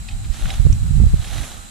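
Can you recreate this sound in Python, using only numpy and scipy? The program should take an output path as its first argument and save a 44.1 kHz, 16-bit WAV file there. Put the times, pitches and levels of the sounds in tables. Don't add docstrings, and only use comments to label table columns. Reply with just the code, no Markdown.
import sys
import numpy as np
from scipy import signal
from scipy.fft import rfft, irfft
from scipy.io import wavfile
from scipy.ndimage import uniform_filter1d

SR = 44100
rng = np.random.default_rng(int(sys.argv[2]) if len(sys.argv) > 2 else 0)


def wav_out(sig):
    wavfile.write(sys.argv[1], SR, np.round(np.clip(np.atleast_2d(sig).T, -1, 1) * 32767).astype(np.int16))


N = 74970


def from_db(db):
    return 10 ** (np.asarray(db) / 20)


def rms_one(x):
    return x / np.sqrt(np.mean(x ** 2) + 1e-20)


def seconds():
    return np.arange(N) / SR


def bin_hz():
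    return np.arange(N // 2 + 1) * SR / N


def level(curve):
    times, db = np.transpose(curve)
    return from_db(np.interp(seconds(), times, db))


def panned(db):
    return rms_one(from_db([[db / 2], [-db / 2]]))


def bump(s, width):
    return np.exp(-.5 * ((seconds() - s) / width) ** 2)


def white():
    return rng.standard_normal((2, N))


def coloured(x, spectrum):
    hz, db = np.transpose(spectrum)
    f = np.maximum(bin_hz(), SR / N / (SR / N))
    gain = from_db(np.interp(np.log(f), np.log(hz), db))
    return rms_one(irfft(rfft(x) * gain, N))


def filtered(x, hz, kind):
    edges = np.clip(hz, 10, .45 * SR)
    sections = signal.butter(2, edges, kind, fs=SR, output="sos")
    return signal.sosfilt(sections, x + 1e-18)


def narrow(hz, width_hz):
    return rms_one(filtered(white(), [hz - width_hz / 2, hz + width_hz / 2], "band"))


def evened(x, size):
    power = uniform_filter1d(uniform_filter1d(x ** 2, size=size), size=size)
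    return x / np.sqrt(power + 1e-12)


def stereo(pair, likeness):
    c = np.clip(likeness, -1, 1)
    shared = np.sqrt(1 + c) * pair[0]
    opposed = np.sqrt(1 - c) * pair[1] * np.array([[1], [-1]])
    return rms_one(shared + opposed)


# (f/Hz, relative level/dB)
HISS_SPECTRUM = [(100, -15), (200, 24.5), (300, 11.5), (420, 0), (780, 8), (980, 2), (1300, 5), (1900, 3.5),
                 (3400, 3.5), (4600, 1.5), (5500, 0), (6600, 0.5), (8800, -2.5), (10000, 0.5), (11200, -5),
                 (13000, -7), (15500, -23)]
# (t/s, level/dB)
HISS_LEVEL = [(0, -43.5), (.22, -44), (.6, -39.5), (.8, -42.5), (1.1, -40.5), (1.7, -45)]
HISS_PAN_DB, HISS_LIKENESS = -1, 0.1
# (f/Hz, width/Hz, level/dB before the throb, pan/dB to the left, pulses per s)
INSECTS = [(4000, 220, -53.5, -5.5, 40), (7100, 630, -50.5, -4, 26), (7960, 750, -48, -4, 17)]
INSECT_THROB = 0.1
# (t/s, level/dB)
FAR_TONE_LEVEL = [(0, -58), (.7, -56.5), (.89, -50), (.96, -54), (1.02, -48), (1.12, -63), (1.53, -52),
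                  (1.61, -46.5), (1.7, -53)]
FAR_HZ, FAR_WIDTH_HZ, FAR_LIKENESS = 1304, 180, -0.99


def field():
    hiss = coloured(stereo(white(), HISS_LIKENESS), HISS_SPECTRUM)
    out = level(HISS_LEVEL) * hiss * panned(HISS_PAN_DB)
    for hz, width_hz, db, pan, rate in INSECTS:
        phase = rng.random((2, 1))
        throb = 1 + INSECT_THROB * np.sin(2 * np.pi * (rate * seconds() + phase))
        out = out + from_db(db) * throb * narrow(hz, width_hz) * panned(pan)
    far_tone = stereo(narrow(FAR_HZ, FAR_WIDTH_HZ), FAR_LIKENESS)
    return out + level(FAR_TONE_LEVEL) * far_tone


# (t/s, level/dB)
WIND_LEFT = [(0, -28), (.1, -30), (.16, -25), (.26, -25.5), (.33, -41), (.39, -33.5), (.45, -13.5),
             (.51, -27), (.57, -21), (.63, -21), (.69, -14), (.77, -22), (.93, -20), (1.05, -13),
             (1.17, -19.5), (1.24, -29.5), (1.4, -33), (1.48, -37), (1.7, -44.5)]
WIND_RIGHT = [(0, -24.5), (.08, -40.5), (.14, -17.5), (.2, -28), (.29, -20), (.36, -32), (.45, -20.5),
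              (.52, -25), (.58, -22), (.62, -11.5), (.71, -14), (.77, -19), (.84, -11.5), (.89, -18.5),
              (.96, -7.5), (1.05, -4), (1.1, -21.5), (1.19, -20), (1.25, -30), (1.32, -21), (1.41, -17),
              (1.48, -39), (1.58, -29.5), (1.7, -43.5)]
# (f/Hz, relative level/dB)
RUMBLE_SPECTRUM = [(12, -32), (25, 2), (42, 5), (90, -2.5), (145, -7.5), (200, -20), (280, -34.5),
                   (450, -50), (1000, -73), (3000, -89)]
GUST_TOP_HZ, GUST_TOP_DB, GUST_TOP_GROWTH = 118, 3.5, 0.27


def gusts():
    strength = np.array([level(WIND_LEFT), level(WIND_RIGHT)])
    air = evened(coloured(white(), RUMBLE_SPECTRUM), size=1200)
    deep = filtered(air, GUST_TOP_HZ, "low")
    deep = filtered(deep[:, ::-1], GUST_TOP_HZ, "low")[:, ::-1]
    top_gain = from_db(GUST_TOP_DB) * strength ** GUST_TOP_GROWTH
    return strength * (deep + (air - deep) * top_gain)


# (t/s, push level/dB before suction and high-pass, width/ms, pan/dB to the left)
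BUFFETS = [(0.304, -1, 3.6, -22), (0.432, -3, 3.5, 22), (0.455, -10.5, 1.58, -23), (.601, 5, 2.28, -42),
           (.654, 6.5, 2.24, -47), (.668, 6.5, 1.47, -39), (0.702, 7, 2.74, -37), (0.731, 0.5, 1.96, 14),
           (.910, 1, 1.55, -30), (0.967, 1, 1.84, -17), (1.002, 6.5, 2.08, -36), (1.019, 2.5, 1.32, -29),
           (1.038, 5, 1.7, -36), (1.067, 5, 2.3, -31), (1.137, 2.5, 1.74, 47), (1.142, 6, 1.83, -54),
           (1.198, -2.5, 2.2, -27)]
SUCTION_SHARE, SUCTION_WIDTHS = 0.35, 3.05
PORT_HIGHPASS_HZ = 15.7


def wind():
    air = gusts()
    pushes = 0
    for s, db, ms, pan in BUFFETS:
        width = ms / 1000
        sides = panned(pan) / np.sqrt(2)
        eddy = bump(s, SUCTION_WIDTHS * width)
        pressure = bump(s, width) - SUCTION_SHARE * eddy
        pushes = pushes + from_db(db) * sides * pressure
        air = air * (1 - sides * eddy)
    return air + filtered(pushes, PORT_HIGHPASS_HZ, "high")


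TICK_HZ = [5900, 6200, 7000]
# (t60/s, level/dB before the soft onset)
TICK_DECAY = [(0.023, -22.5), (.012, -20), (.012, -32)]
TICK_S, TICK_CONTACT_S, TICK_PAN_DB = .726, .0012, -7


def tick():
    age = np.maximum(seconds() - TICK_S, 0)
    onset = 1 - np.exp(-(age / TICK_CONTACT_S) ** 2)
    rings = 0
    for hz, (t60, db) in zip(TICK_HZ, TICK_DECAY):
        rings = rings + from_db(db - 60 * age / t60) * np.sin(2 * np.pi * hz * age)
    return onset * rings * panned(TICK_PAN_DB)


# (t/s, level/dB, Gaussian width/s)
CLODS = [(0.252, -42.5, 0.011), (1.404, -41.5, 0.041)]
CLOD_HZ, CLOD_WIDTH_HZ, CLOD_PAN_DB = 270, 103, -2


def clods():
    thud = stereo(narrow(CLOD_HZ, CLOD_WIDTH_HZ), 1.0)
    swells = sum(from_db(db) * bump(s, width) for s, db, width in CLODS)
    return thud * swells * panned(CLOD_PAN_DB)


def ring(x, hz, t60):
    r = from_db(-60 / (t60 * SR))
    w = 2 * np.pi * hz / SR
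    return signal.lfilter([0, np.sin(w)], [1, -2 * r * np.cos(w), r * r], x + 1e-18)


# (t/s, relative level/dB, build-up/s, decay/s, lowest f/Hz, highest f/Hz, pan/dB to the left)
SNAPS = [(0.088, -29, 0.0021, 0.0047, 1910, 4840, 0), (0.0935, -40, 0.00057, .002, 1940, 4030, -2),
         (.089, -51, 0.004, 0.13, 660, 960, 0), (.109, -42.5, 0.0029, 0.023, 1970, 4620, 0),
         (.245, -41.5, 0.0031, 0.014, 1300, 4600, 3.5), (.342, -39.5, 0.02, .02, 890, 7300, 1),
         (0.457, -28, .001, 0.0041, 1150, 2950, -3), (0.5055, -21.5, 0.0028, 0.0013, 1580, 5050, -3),
         (0.514, -33.5, 0.0017, 0.0013, 2000, 4950, 2), (.525, -41, 0.045, 0.0069, 614, 1000, -5),
         (.727, -32, 0.0017, 0.0036, 2380, 10200, -13), (0.864, -40.5, 0.00065, 0.0029, 497, 2120, -13),
         (1.246, -31.5, 0.0036, 0.0037, 935, 5100, 1), (1.278, -34.5, .002, 0.0044, 1800, 6000, 3),
         (1.381, -30.5, 0.0016, 0.0056, 796, 4660, 0), (1.438, -35, 0.0012, 0.0098, 500, 2950, -5)]
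# (f/Hz, t60/s, relative level/dB)
HEAD = [(820, .04, 0), (2560, .035, -3), (3230, .015, -7), (3870, .03, -3), (5430, .03, 2), (7600, .015, 4)]
CRACK_DB, HEAD_DB = -3.5, 4.5


def snaps():
    t = seconds()
    force = 0
    for s, db, build, decay, low_hz, high_hz, pan in SNAPS:
        envelope = np.exp(np.minimum((t - s) / build, (s - t) / decay))
        band = [low_hz, high_hz]
        noise = filtered(filtered(stereo(white(), 0.89), band, "band"), band, "band")
        force = force + from_db(db) * envelope * evened(noise, size=120) * panned(pan)
    head = 0
    for hz, t60, db in HEAD:
        unit_peak = 2 * np.log(1000) / (t60 * SR)
        head = head + from_db(db) * ring(force, hz, t60) * unit_peak
    return from_db(CRACK_DB) * force + from_db(HEAD_DB) * head


def pull(start, attack, end, release, first_db, last_db, pan_db):
    t = seconds()
    bite = np.clip((t - start) / attack, 0, 1)
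    die_away = np.exp(-2 * np.maximum(t - end, 0) / release)
    build = level([(start + attack, first_db), (end, last_db)])
    return bite * die_away * build * panned(pan_db)


def left_late(x, lag_s):
    lags = np.array([[lag_s], [0]])
    return irfft(rfft(x) * np.exp(-2j * np.pi * bin_hz() * lags), N)


# (start t/s, attack/s, end t/s, release/s, first level/dB, last level/dB, pan/dB to the left)
STROKES = [(0.316, 0.03, .548, 0.066, -44.5, -37, -4), (1.148, 0.03, 1.378, 0.31, -45.5, -37, -1.5)]
SWISHES = [(.31, 0.02, 0.56, 0.017, -45.5, -42, 2.5), (1.17, .07, 1.46, 0.24, -43, -38.5, -2)]
# (f/Hz, relative level/dB)
SCRAPE_SPECTRUM = [(150, -5.5), (280, 5), (450, -3), (640, 5.5), (840, 5.5), (1000, -9.5), (1250, 3),
                   (1800, 0.5), (2300, -1.5), (3300, 4.5), (4000, 5), (4500, -3.5), (5000, -6), (5450, -6),
                   (6500, -3.5), (7600, -13), (9000, -13), (15000, -28)]
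SWISH_SPECTRUM = [(1500, -3), (4000, -9.5), (5000, -10), (6100, -0.5), (6550, -2.5), (7300, -2),
                  (8800, -5.5), (10100, 0), (11200, -8), (12500, -11.5), (14000, -17), (15500, -32)]
STEMS_PER_S, STEM_SPREAD_DB = 1800, 2.5
CLUMP_DB, CLUMP_HZ = 2.1, 88
CRACKLE_SHARE = 0.74
SCRAPE_LIKENESS, SWISH_LIKENESS = 1, 0.15
SWISH_LAG_S = .00005


def scrape():
    size_db = STEM_SPREAD_DB * np.minimum(rng.exponential(1, (2, N)), 4)
    sizes = from_db(size_db) * rng.choice([-1, 1], (2, N))
    clumping = rms_one(filtered(rng.standard_normal(N), CLUMP_HZ, "low"))
    tufts = from_db(CLUMP_DB * clumping)
    breaking = rng.random((2, N)) < STEMS_PER_S / SR
    breaks = rms_one(sizes * tufts * breaking)
    share = np.clip(CRACKLE_SHARE, 0, 1)
    friction = np.sqrt(share) * breaks + np.sqrt(1 - share) * white()
    soil = coloured(stereo(friction, SCRAPE_LIKENESS), SCRAPE_SPECTRUM)
    soil = soil * sum(pull(*row) for row in STROKES)
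    grass = coloured(stereo(breaks + 1.53 * white(), SWISH_LIKENESS), SWISH_SPECTRUM)
    grass = grass * sum(pull(*row) for row in SWISHES)
    return soil + left_late(grass, SWISH_LAG_S)


# (f/Hz, left minus right level/dB)
PORT_BALANCE = [(300, 2), (850, -4), (1300, -3), (3100, -2.5), (4100, 2.5), (5200, 0.5), (7200, 2),
                (8100, 8.5), (9000, -8), (10000, -1.5), (11500, -5.5), (15000, 1)]


def ports(x):
    hz, db = np.transpose(PORT_BALANCE)
    lean = np.interp(bin_hz(), hz, db)
    return irfft(rfft(x) * from_db([lean / 2, -lean / 2]), N)


def scene():
    return ports(field() + tick() + clods() + snaps() + scrape()) + wind()


OVERLOAD = 1.0
CUTOFF_HZ = 15600


def record(dry):
    clipped = np.clip(dry, -OVERLOAD, OVERLOAD)
    low_pass = signal.ellip(12, .1, 80, CUTOFF_HZ, fs=SR, output="sos")
    return signal.sosfilt(low_pass, clipped)


dry = scene()
out = record(dry)
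wav_out(out)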